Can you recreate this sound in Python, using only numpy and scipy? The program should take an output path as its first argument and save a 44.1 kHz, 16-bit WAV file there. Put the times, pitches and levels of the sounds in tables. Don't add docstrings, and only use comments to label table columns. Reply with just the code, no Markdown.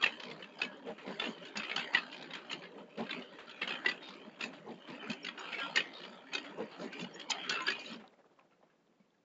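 import sys
import numpy as np
from scipy import signal
from scipy.fft import rfft
from scipy.io import wavfile
from scipy.ndimage import uniform_filter1d

SR = 44100
rng = np.random.default_rng(int(sys.argv[2]) if len(sys.argv) > 2 else 0)


def int16_out(signal):
    q = np.round(np.clip(np.atleast_2d(signal).T, -1, 1) * 32767)
    wavfile.write(sys.argv[1], SR, q.astype(np.int16))


N = 407474
TIME = np.arange(N) / SR

# (frequency [Hz], density [dB per Hz])
AIR_COLOUR = [(30, -24.5), (80, -30), (170, -2), (400, -7.5), (1000, -17), (2300, -22), (7100, -31),
              (8000, -34.5)]
AIR_DB = -75.5
EDGE_HZ = 7750

TEETH_HZ, TURN_S, STOP_S = 62.8, 1.91, 7.955
BRAKE_DB_PER_S, SETTLE_DB_PER_S = 401, 85.5
# (time [s], level [dB])
LOAD = [(0, 3.5), (.45, -0.5), (.9, -6), (1.25, 5), (2.5, 0.5), (2.85, -13), (3.15, 5), (3.55, -6),
        (3.8, 1), (4.3, -3), (4.7, -9.5), (5.05, 4), (5.65, 3), (6.25, -1), (7.0, 1.5), (7.45, 5),
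        (7.95, 3)]
LOAD_STIRS = 0.57

# (frequency [Hz], density [dB per Hz])
LAP_COLOUR = [(90, -28), (170, -4), (560, -0.5), (1500, -14.5), (7000, -34)]
LAP_DB, LAP_DB_PER_S, LAP_SWAY_DB = -66.5, 12.5, 3
# (time [s], level [dB], pitch [Hz])
DRIPS = [(8.039, -48.5, 750), (8.389, -53.5, 1030), (8.409, -59, 814), (8.522, -65.5, 1320),
         (8.626, -65, 1020), (8.7, -66, 1610), (9.0, -69, 2220), (9.143, -69, 1670)]
DRIP_DECAY_S = 0.0072
# (time of the height [s], level [dB], Gaussian width [s])
SPRAYS = [(1.28, -60, 0.033), (2.523, -52, 0.0097), (4.448, -55.5, 0.022), (5.4, -67, 0.016),
          (6.83, -59.5, 0.024), (7.02, -55, 0.016), (7.307, -31, 0.0043), (7.53, -52.5, 0.015),
          (7.873, -62.5, 0.047)]
# (frequency [Hz], gain [dB])
SPRAY_COLOUR = [(3000, -19.5), (3800, -0.5), (4700, -1.0), (5800, -10.0), (6800, 4.5), (7600, -10.5)]
# (time [s], level [dB])
SLAPS = [(0.87, -36.5), (0.9796, -37), (1.075, -35), (1.21, -26), (2.345, -31), (1.5551, -26),
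         (2.782, -46.5), (2.976, -35.5), (2.985, -35), (3.385, -34), (3.613, -28), (4.0238, -42),
         (4.3935, -34.5), (6.598, -52), (4.5294, -37.5), (4.8742, -36), (6.44, -36.5), (6.7109, -41),
         (7.9963, -43.5), (8.3857, -61), (8.514, -63), (8.624, -62), (8.699, -63.5)]
# (frequency [Hz], gain [dB])
SLAP_COLOUR = [(100, -14.0), (400, 1.0), (1500, 5), (3200, 0.5), (5500, -21.0), (7500, -23)]

# (time into the turn [s], length [s], level [dB])
SURGES = [(.03, 0.055, -52.5), (.12, 0.075, -58.5), (.26, 0.13, -54), (.39, 0.019, -54), (.615, 0.12, -51),
          (.73, 0.17, -51.5), (.84, 0.059, -45.5), (1.06, 0.066, -45), (1.2, 0.1, -50),
          (1.41, 0.0054, -49.5), (1.73, 0.15, -52.5)]
SURGE_ATTACK_S, SURGE_RELEASE_S = 0.012, 0.036
CHURN_DB, SHAKE_DB = -56.5, -12
# (frequency [Hz], density [dB per Hz])
WATER_COLOUR = [(25, -30), (95, -21), (125, -10), (165, -3.5), (230, -0.5), (420, -1.5), (600, 3),
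                (720, -13.5), (950, -0.5), (1250, -19.5), (3000, -21.5), (5500, -40), (7500, -40)]
# (frequency [Hz], gain [dB])
FOAM_COLOUR = [(900, 6.5), (3000, -1.5), (5500, -15.0), (7400, -7.5)]
# (frequency [Hz], width [Hz], gain [dB])
HOLLOW = [(181, 17, -12.5), (283, 51, 1), (400, 29, 2.5), (420, 11, -13.5)]

# (time of the height [s], level [dB], pitch [Hz], Gaussian width [s])
PLUNGES_AND_TAPS = [(0.285, -49.5, 427, 0.043), (0.648, -47.5, 333, 0.019), (0.889, -41, 401, 0.027),
                    (1.08, -44.5, 417, 0.028), (1.272, -41, 307, 0.024), (1.58, -50, 205, 0.019),
                    (2.55, -51.5, 370, 0.022), (2.785, -51, 444, 0.046), (2.998, -41, 205, 0.016),
                    (3.003, -38.5, 407, 0.024), (3.186, -48, 216, 0.016), (3.89, -49, 308, 0.03),
                    (4.27, -53, 300, 0.021), (4.461, -48.5, 320, 0.041), (4.697, -45.5, 413, 0.034),
                    (4.91, -48, 210, 0.0095), (5.103, -38, 210, 0.0072), (6.605, -38, 404, 0.023),
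                    (6.829, -42.5, 344, 0.03), (7.026, -45, 200, 0.027), (7.924, -53.5, 287.5, 0.059),
                    (8.635, -62.5, 530, 0.0048), (8.9, -67, 301, 0.0077), (9.007, -65.5, 221.5, 0.0068)]
BOOM_DB, BOOM_HZ, BOOM_LAG_S = -12, 181.4, 0.0154
POCKETS_PER_S, POCKET_CYCLES, POCKET_OCTAVES = 300, 1.63, 0.29
POCKET_OCTAVES_PER_S = -3
OVERTONE, OVERTONE_DB = 1.83, -12

# (frequency [Hz], resonance gain [dB], 60 dB decay [s])
DRUM = [(603, -2, .3), (775, -5, .1), (900, -2, .07), (1030, -3, .15), (1315, -1, .12), (1560, -5, .06),
        (1766, -6, .1), (1885, -2, .05), (2442, -2, .1), (2580, -3, .08), (2670, -3, .08), (2850, -1, .11),
        (3042, -3, .07), (3289, -1, .12), (3660, -4, .06), (3920, -5, .07), (4670, -1, .07),
        (5040, -1, .11), (5560, -2, .07), (5945, -4, .07), (6870, -2, .05)]
# (frequency [Hz], density [dB per Hz])
TOOTH_COLOUR = [(150, -30), (700, -1), (1400, 0.5), (2000, -2.5), (2320, 0.5), (2620, -4), (3150, 0.5),
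                (3500, -10), (4400, -11.5), (4680, -12), (5300, -28), (5900, -27.5), (6900, -24),
                (7600, -32)]
# (time into the turn [s], length [s], level [dB])
RUBS = [(.02, 0.015, -42.5), (.11, 0.0044, -51), (.2, 0.15, -56.5), (.262, .07, -64), (.39, 0.042, -56.5),
        (.535, 0.05, -57.5), (.59, 0.021, -45), (.712, 0.0069, -50), (.865, 0.014, -52.5),
        (.98, 0.045, -55), (1.062, 0.08, -55), (1.19, 0.062, -52), (1.42, 0.024, -58), (1.557, 0.18, -49.5),
        (1.7, 0.018, -57.5), (1.762, 0.067, -45.5), (1.84, 0.089, -54)]
RUB_ATTACK_S, RUB_RELEASE_S, SMOOTH_DB = 0.0046, 0.061, -61.5
# (time into the turn [s], length [s], level [dB])
GRATES = [(.2, 0.11, -58), (1.06, .04, -60.5)]
# (time of the height [s], level [dB], pitch [Hz], Gaussian width [s])
SQUEALS = [(.042, -61, 4430, 0.0027), (0.213, -64, 4050, 0.012), (0.639, -56, 3070, 0.012),
           (0.69, -53.5, 1670, 0.036), (5.012, -49.5, 3040, 0.0084), (5.963, -53.5, 3730, 0.013),
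           (1.796, -38.5, 2630, 0.0056), (2.228, -51, 3990, 0.0022), (3.111, -40.5, 3930, 0.0024),
           (3.75, -46.5, 3106, 0.021), (3.895, -43, 4630, 0.0054), (4.046, -56, 3710, 0.019),
           (5.235, -53, 5540, 0.003), (5.394, -56, 5570, 0.0033), (5.398, -55, 6830, 0.0037),
           (5.545, -41.5, 2247, 0.0055), (5.592, -43, 2634, 0.013), (5.613, -44, 1630, 0.018),
           (5.639, -43.5, 1378, 0.019), (6.354, -40.5, 3754, .006), (6.937, -53, 2380, 0.012),
           (7.145, -58, 5550, 0.0068), (7.15, -54.5, 6880, 0.0039), (7.22, -52, 3330, 0.0067),
           (7.307, -38, 4970, .004), (7.524, -43, 4076, 0.0035), (7.56, -44.5, 2670, 0.042),
           (7.59, -41.5, 1348, 0.017), (7.618, -43, 1036, 0.012), (7.623, -51, 6700, 0.0037),
           (7.67, -31.5, 4720, 0.002), (7.705, -33, 4670, 0.002), (7.72, -46, 2506, 0.031),
           (7.797, -52, 4620, .004), (7.81, -50.5, 2443, 0.018), (7.862, -45.5, 3930, 0.003)]
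SQUEAL_WAVER, SQUEAL_SAG_PER_S = 0.005, 0.28

# (time [s], level [dB], strongest ring [Hz], treble level [dB], teeth in a row)
KNOCKS = [(0.013, -44, 3270, -9, 1), (0.026, -29.5, 3290, -8.5, 1), (0.038, -26, 1850, -14.5, 1),
          (0.04, -22.5, 2733, -15, 1), (0.062, -26, 2592, -19, 1), (0.073, -39, 2490, -20, 1),
          (0.199, -42.5, 3070, -9, 1), (0.234, -43, 3170, -7, 1), (0.313, -43, 2090, -10, 1),
          (0.425, -44.5, 2970, -16, 2), (0.588, -50.5, 4900, -7, 2), (0.617, -27.5, 2578, -10, 1),
          (0.632, -37.5, 2970, -9, 2), (1.198, -30.5, 3516, -16, 1), (1.222, -39, 2460, -28, 1),
          (1.24, -35, 2736, -28, 3), (1.452, -47.5, 3330, -6.5, 3), (1.571, -34.5, 2670, 8, 1),
          (1.598, -36.5, 2580, -28, 1), (1.633, -40, 2460, -16, 2), (1.696, -36.5, 2520, -26, 1),
          (1.714, -32, 2200, -26, 1), (1.762, -30, 3070, -2.5, 1), (1.778, -34, 1520, -10, 2),
          (1.936, -42, 2690, -4, 1), (1.948, -20.5, 1944, -16, 1), (1.955, -32, 2960, -22, 1),
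          (1.972, -30, 1800, -23, 1), (1.984, -34.5, 2560, -13, 1), (2.127, -44.5, 3100, -11, 2),
          (2.225, -45.5, 3800, -5, 1), (2.307, -46, 3750, -13, 1), (2.336, -38, 3160, -9.5, 2),
          (2.37, -47, 1580, -22, 2), (2.499, -42.5, 3050, -26, 1), (2.514, -40.5, 2590, -10, 1),
          (2.53, -34.5, 2814, -7.5, 1), (2.621, -50, 2360, -30, 1), (2.637, -46.5, 1685, -35, 2),
          (3.066, -47, 1620, -20, 1), (3.094, -39, 1580, -22, 1), (3.222, -46, 2880, -14, 1),
          (3.11, -35.5, 3550, -16.5, 1), (3.129, -38.5, 2230, -28, 1), (3.495, -47.5, 3070, -9, 2),
          (3.618, -31.5, 2640, -29, 1), (3.629, -32.5, 2170, -36, 1), (3.676, -34.5, 2900, -13.5, 2),
          (3.706, -34, 2570, -17.5, 4), (3.861, -23, 1964, -16.5, 1), (3.885, -29.5, 1980, -13, 1),
          (3.895, -36.5, 2870, -9, 1), (3.913, -37, 2510, -13, 1), (4.086, -47, 3620, -7, 1),
          (4.409, -35.5, 2700, -9, 2), (4.425, -47, 2970, -14, 1), (4.438, -33.5, 2610, -6, 1),
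          (5.099, -37, 2516, -5.5, 3), (5.247, -37.5, 2760, -6, 1), (5.267, -37.5, 2040, -8, 1),
          (5.286, -35.5, 3366, -15, 1), (5.377, -43, 1484, -20, 1), (5.528, -37, 2540, -16, 2),
          (5.586, -40, 2700, -23, 3), (5.759, -26.5, 2124, 0.5, 1), (5.772, -23, 1850, -10, 1),
          (5.779, -27, 2930, -18, 1), (5.793, -36.5, 1930, -19, 1), (5.804, -31, 2510, -17, 1),
          (6.335, -38, 2520, 0.5, 1), (6.35, -31, 2532, -3, 1), (6.381, -36.5, 3170, -9, 1),
          (6.036, -44.5, 2920, -13, 2), (6.929, -43.5, 1546, -5, 1), (6.995, -41, 2750, -9, 2),
          (7.044, -42.5, 2910, -10, 1), (7.197, -42.5, 3250, -6.5, 2), (7.303, -32, 878, 2, 1),
          (7.316, -29, 3170, -8, 1), (7.436, -52, 2730, -6, 2), (7.495, -29, 3274, 5.5, 1),
          (7.506, -34, 1480, -14, 3), (7.554, -39, 1380, -21.5, 2), (7.604, -39.5, 2130, -13, 1),
          (7.677, -31.5, 1453, -13, 1), (7.683, -27, 1680, -13, 1), (7.703, -34.5, 1884, -7.5, 2),
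          (7.793, -51, 4670, 10, 2), (7.901, -47, 4300, -16, 3)]
CHATTER_DB, CHATTER_OCTAVES = -2.5, .4
# (frequency [Hz], density [dB per Hz])
KNOCK_COLOUR = [(60, -35), (200, -9.5), (400, -4), (700, -17), (1200, -6), (1900, -1), (2250, -4),
                (2650, 1), (3300, -2.5), (3800, -8), (4700, -13.5), (5800, -26.5), (6900, -20),
                (7600, -30.5)]
SPLATTER_DB, SPLATTER_S = -20.5, 0.029


def amp(db):
    return 10 ** (np.asarray(db) / 20)


def unit(x):
    return x / np.sqrt(np.mean(x ** 2) + 1e-20)


def add(mix, s, sound):
    part = mix[max(round(s * SR), 0):][:len(sound)]
    part += sound[:len(part)]


def colour(x, points, size=4096):
    hz, db = np.transpose(points)
    bin_hz = abs(np.fft.fftfreq(size, 1 / SR))
    log_gain = np.log(amp(np.interp(np.log(bin_hz + 1), np.log(hz), db)))
    taps = np.fft.ifft(np.exp(np.conj(signal.hilbert(log_gain)))).real[:size // 2]
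    return signal.fftconvolve(x, taps)[:len(x)]


def band(x, lo_hz, hi_hz, order=2):
    edges = [lo_hz, min(hi_hz, SR / 2 - 1)]
    return signal.sosfilt(signal.butter(order, edges, "bandpass", fs=SR, output="sos"), x)


def steadied(x, span_s):
    power = uniform_filter1d(x ** 2, max(int(span_s * SR), 2))
    return x / np.sqrt(abs(power) + np.mean(x ** 2) / 100)


def scatter(x, t60, wet_db):
    t = np.arange(SR // 2) / SR
    fade = np.exp(-np.log(1000) * t / t60) * (1 - np.exp(-t / 0.0055))
    tail = rng.standard_normal(len(t)) * fade
    return x + amp(wet_db) * signal.fftconvolve(x, tail / np.linalg.norm(tail))[:N]


def drum(x, ring_db):
    t = np.arange(SR // 2) / SR
    ring = np.zeros(len(t))
    for hz, db, t60 in DRUM:
        ring += amp(db) / t60 * np.exp(-np.log(1000) * t / t60) * np.cos(2 * np.pi * hz * t)
    return x + amp(ring_db) * signal.fftconvolve(x, ring / abs(rfft(ring)).max())[:N]


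def roam(x, depth_db, width_hz, hold_s):
    z = signal.stft(x, nperseg=512, noverlap=384)[2]
    field = rng.standard_normal((len(z), 3300))
    for _ in range(2):
        field = uniform_filter1d(field, max(round(width_hz * 512 / SR), 1), axis=0)
        field = uniform_filter1d(field, max(round(hold_s * SR / 128), 1), axis=1)
    gain = unit(amp(depth_db * np.clip(unit(field), -2, 2)))
    return signal.istft(z * gain[:, :z.shape[1]], nperseg=512, noverlap=384)[1][:N]


def each_turn(places, attack_s, release_s):
    power = np.zeros(N)
    for s, length_s, db in places:
        age = (TIME - s) % TURN_S
        attack = np.minimum(age / attack_s, 1)
        release = np.exp(-np.maximum(age - length_s, 0) / release_s)
        power += (amp(db) * attack * release) ** 2
    return np.sqrt(power)


def after_stop(db_per_s):
    return amp(-db_per_s * np.maximum(TIME - STOP_S, 0))


def bubbles(per_s, lo_hz, hi_hz, cycles, rise, spread_db, count=36):
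    out, t = np.zeros(N), np.arange(4000) / SR
    for hz in np.geomspace(lo_hz, hi_hz, count):
        age = t * hz / cycles
        sine = np.sin(2 * np.pi * hz * t * (1 + rise * np.minimum(age, 4)))
        tone = unit(sine * np.exp(-age) * (1 - np.exp(-8 * age)))
        births = rng.random((400, 2))[:int(per_s * TIME[-1] / count)]
        sizes = amp(spread_db * np.minimum(-np.log(births[:, 1] + 1e-9), 3))
        for s, gain in zip((births[:, 0] * TIME[-1]).tolist(), sizes):
            add(out, s, tone * gain)
    return out


def garden_air():
    return amp(AIR_DB) * unit(colour(rng.standard_normal(N), AIR_COLOUR))


def motor():
    waver = unit(band(rng.standard_normal(N), 2, 25))
    running = np.clip((STOP_S - TIME) / .05, 0, 1)
    return amp(-67) * running * np.sin(2 * np.pi * np.cumsum(603 + 7 * waver) / SR)


def lapping():
    sway = unit(band(rng.standard_normal(N), 15.0, 16))
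    level = amp(LAP_DB + LAP_SWAY_DB * sway) * after_stop(LAP_DB_PER_S)
    patter = unit(bubbles(45, 450, 3800, cycles=3, rise=0, spread_db=4))
    wash = unit(colour(rng.standard_normal(N), LAP_COLOUR)) + .4 * patter
    return level * wash


def drips():
    out, t = np.zeros(N), np.arange(SR // 10) / SR
    for s, db, hz in DRIPS:
        tick = unit(band(rng.standard_normal(len(t)), hz * 0.43, hz * 1.6))
        tone = np.sin(2 * np.pi * hz * (t + 0.9 * t ** 2))
        shape = np.exp(-t / DRIP_DECAY_S) * (1 - np.exp(-t / 0.0008))
        add(out, s, amp(db) * (tone + .5 * tick) * shape)
    return scatter(out, t60=.12, wet_db=-5.5)


def spray():
    tiny = unit(bubbles(1200, 3800, 7300, cycles=24, rise=0, spread_db=4))
    fizz = steadied(colour(tiny + .5 * rng.standard_normal(N), SPRAY_COLOUR), 0.019)
    return fizz * sum(amp(db) * np.exp(-((TIME - s) / width_s) ** 2 / 2) for s, db, width_s in SPRAYS)


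def slaps():
    out, t = np.zeros(N), np.arange(6000) / SR
    shape = np.exp(-t / 0.043) * (1 - np.exp(-t / 0.0012))
    for s, db in SLAPS:
        spatter = rng.standard_normal(len(t)) * amp(2.0 * rng.standard_normal(len(t)))
        add(out, s, amp(db - 14.0) * unit(colour(spatter, SLAP_COLOUR)) * shape)
    return out


def churning(rubbing, load):
    gurgle = unit(bubbles(200, 150, 1200, cycles=7, rise=.03, spread_db=4)) * after_stop(BRAKE_DB_PER_S)
    body = colour(gurgle + amp(1) * rng.standard_normal(N), WATER_COLOUR)
    hollow = body.copy()
    for hz, width, db in HOLLOW:
        hollow += amp(db) * band(body, hz - width / 2, hz + width / 2, order=1)
    rumble = unit(band(rng.standard_normal(N), 25, 120))
    pops = bubbles(450, 1200, 7400, cycles=5, rise=0, spread_db=4.5)
    fizzing = scatter(unit(colour(pops, FOAM_COLOUR)), t60=.2, wet_db=-5)
    surges = each_turn(SURGES, SURGE_ATTACK_S, SURGE_RELEASE_S)
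    driven = np.hypot(surges, amp(SHAKE_DB) * rubbing) * after_stop(BRAKE_DB_PER_S)
    settling = amp(CHURN_DB) * after_stop(SETTLE_DB_PER_S)
    level = np.hypot(driven, settling) * load ** LOAD_STIRS
    return level * (amp(-2.5) * steadied(hollow, 0.023) + amp(-41) * rumble + amp(-15.5) * fizzing)


def pockets(t, hz):
    when, size, phase = rng.random((3, int(POCKETS_PER_S * np.ptp(t)), 1))
    birth = t[0] + when * np.ptp(t)
    pitch = hz * 2 ** (POCKET_OCTAVES * (size * 2 - 1) + POCKET_OCTAVES_PER_S * birth)
    cycles = (t - birth) * pitch
    fade = np.exp(-np.minimum((cycles / POCKET_CYCLES) ** 2, 20))
    return unit((fade * np.sin(2 * np.pi * (cycles + phase))).sum(0))


def plunges_and_taps():
    out, t = np.zeros(N), np.arange(-SR // 8, SR // 8) / SR
    for s, db, hz, width_s in PLUNGES_AND_TAPS:
        noise = rng.standard_normal(len(t))
        burst = pockets(t, hz) + amp(OVERTONE_DB) * pockets(t, hz * OVERTONE)
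        burst += amp(-7.0) * unit(colour(noise, WATER_COLOUR))
        boom = steadied(band(noise, BOOM_HZ * 0.92, BOOM_HZ * 1.25), 0.018)
        swell = np.exp(-(t / width_s / np.where(t < 0, .8, 1)) ** 2 / 2)
        add(out, s + t[0], amp(db - 1.5) * steadied(burst, 0.015) * swell)
        add(out, s + t[0] + BOOM_LAG_S, amp(db + BOOM_DB) * boom * swell)
    return scatter(out, t60=0.041, wet_db=-2)


def grating():
    ticks = rng.standard_normal(N) * (rng.random(N) < 1100 / SR)
    ticks *= 1 + np.cos(2 * np.pi * TEETH_HZ * TIME) / 2
    crackle = steadied(band(drum(ticks, ring_db=-3), 2850, 4700, order=3), .05)
    return crackle * each_turn(GRATES, RUB_ATTACK_S, SURGE_RELEASE_S) * after_stop(BRAKE_DB_PER_S)


def squeals():
    out, t = np.zeros(N), np.arange(-SR // 8, SR // 8) / SR
    for s, db, hz, width_s in SQUEALS:
        waver, flutter = (unit(band(noise, 15, 110)) for noise in rng.standard_normal((2, len(t))))
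        pitch = hz * (1 - SQUEAL_SAG_PER_S * t + SQUEAL_WAVER * waver)
        tone = np.sin(2 * np.pi * np.cumsum(pitch) / SR) * amp(2.2 * flutter)
        add(out, s + t[0], amp(db) * unit(tone) * np.exp(-(t / width_s) ** 2 / 2))
    return scatter(out, t60=.09, wet_db=-10.0)


def gear(rubbing, load):
    turn_wave = np.cos(2 * np.pi * (TIME - .5) / TURN_S)
    teeth = TEETH_HZ * TIME + .42 - .08 * turn_wave
    force = amp(rng.uniform(-3.5, 3.5, 1000))[teeth.astype(int)]
    clean = .62 + .3 * turn_wave
    age = (teeth % 1) / .2
    contact = .27 + 3 * clean * force * age * np.exp(-age) * (TIME < STOP_S)
    grit = rng.choice([-1, 1], N) * (rng.random(N) < 2600 / SR)
    shake = colour(contact * grit, TOOTH_COLOUR)
    shell = roam(drum(shake, ring_db=1), depth_db=5.5, width_hz=300, hold_s=.06)
    level = load * np.hypot(rubbing, amp(SMOOTH_DB)) * after_stop(BRAKE_DB_PER_S)
    echoing = scatter(shell, t60=.08, wet_db=-9)
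    return amp(-0.5) * level * steadied(echoing, 0.036)


def blows():
    detune = rng.uniform(-1, 1, (len(KNOCKS), 6)) * CHATTER_OCTAVES
    struck = []
    for (s, db, hz, treble_db, teeth), shift in zip(KNOCKS, detune):
        for k in range(round(teeth)):
            pitch = hz * 2 ** (shift[k] * (k > 0))
            struck.append((s + k / TEETH_HZ, db + k * CHATTER_DB, pitch, treble_db))
    return struck


def splatter():
    power = np.zeros(N)
    for s, db, _, _ in blows():
        if db > -34:
            power += (TIME > s) * amp(2 * db) * np.exp(-2 * np.maximum(TIME - s, 0) / SPLATTER_S)
    ticks = rng.standard_normal(N) * (rng.random(N) < 1300 / SR)
    return amp(SPLATTER_DB) * np.sqrt(power) * steadied(colour(ticks, KNOCK_COLOUR), 0.048)


def knocks():
    out, t = np.zeros(N), np.arange(2400) / SR
    swell = (t / .0052) ** 4 * np.exp(4 - t / .0013)
    linger = np.exp(-t / .013) * (1 - np.exp(-t / .004))
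    slots = np.linspace(150, 7500, 37)[:, None]
    for s, db, hz, treble_db in blows():
        pitch, phase, size = rng.random((3, len(slots), 1))
        modes = np.sin(2 * np.pi * ((slots + 200 * pitch) * t + phase))
        rim = unit((amp(-16 * size) * modes).sum(0))
        shape = swell + np.interp(db, [-38, -22], [.8, .2]) * linger
        grind = 0.5 * rng.standard_normal(len(t)) * swell
        scrape = colour(rim * shape + grind, KNOCK_COLOUR, size=2048)
        ring = unit(np.sin(2 * np.pi * (hz * t + rng.random())) * (shape + .13 * linger))
        ring_gain = amp(np.interp(db, [-36, -22], [-.5, 4]))
        body = unit(band(scrape, 40, 4700, order=4))
        treble = unit(band(scrape, 4430, 7200, order=3))
        blow = body + ring_gain * ring + amp(treble_db - 1.0) * treble
        add(out, s - .003, amp(db - 10.0) * unit(blow))
    return scatter(drum(out, ring_db=-10.0), t60=0.09, wet_db=-9)


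def scene():
    load = amp(np.interp(TIME, *np.transpose(LOAD)))
    rubbing = each_turn(RUBS, RUB_ATTACK_S, RUB_RELEASE_S)
    wet = lapping() + drips() + spray() + slaps() + churning(rubbing, load) + plunges_and_taps()
    machine = motor() + grating() + squeals() + gear(rubbing, load) + splatter() + knocks()
    return (garden_air() + wet + machine)[None]


def record(dry):
    taps = signal.firwin(401, EDGE_HZ, window=("kaiser", 8), fs=SR)
    return signal.oaconvolve(dry, taps[None], "same")


dry = scene()
out = record(dry)
int16_out(out)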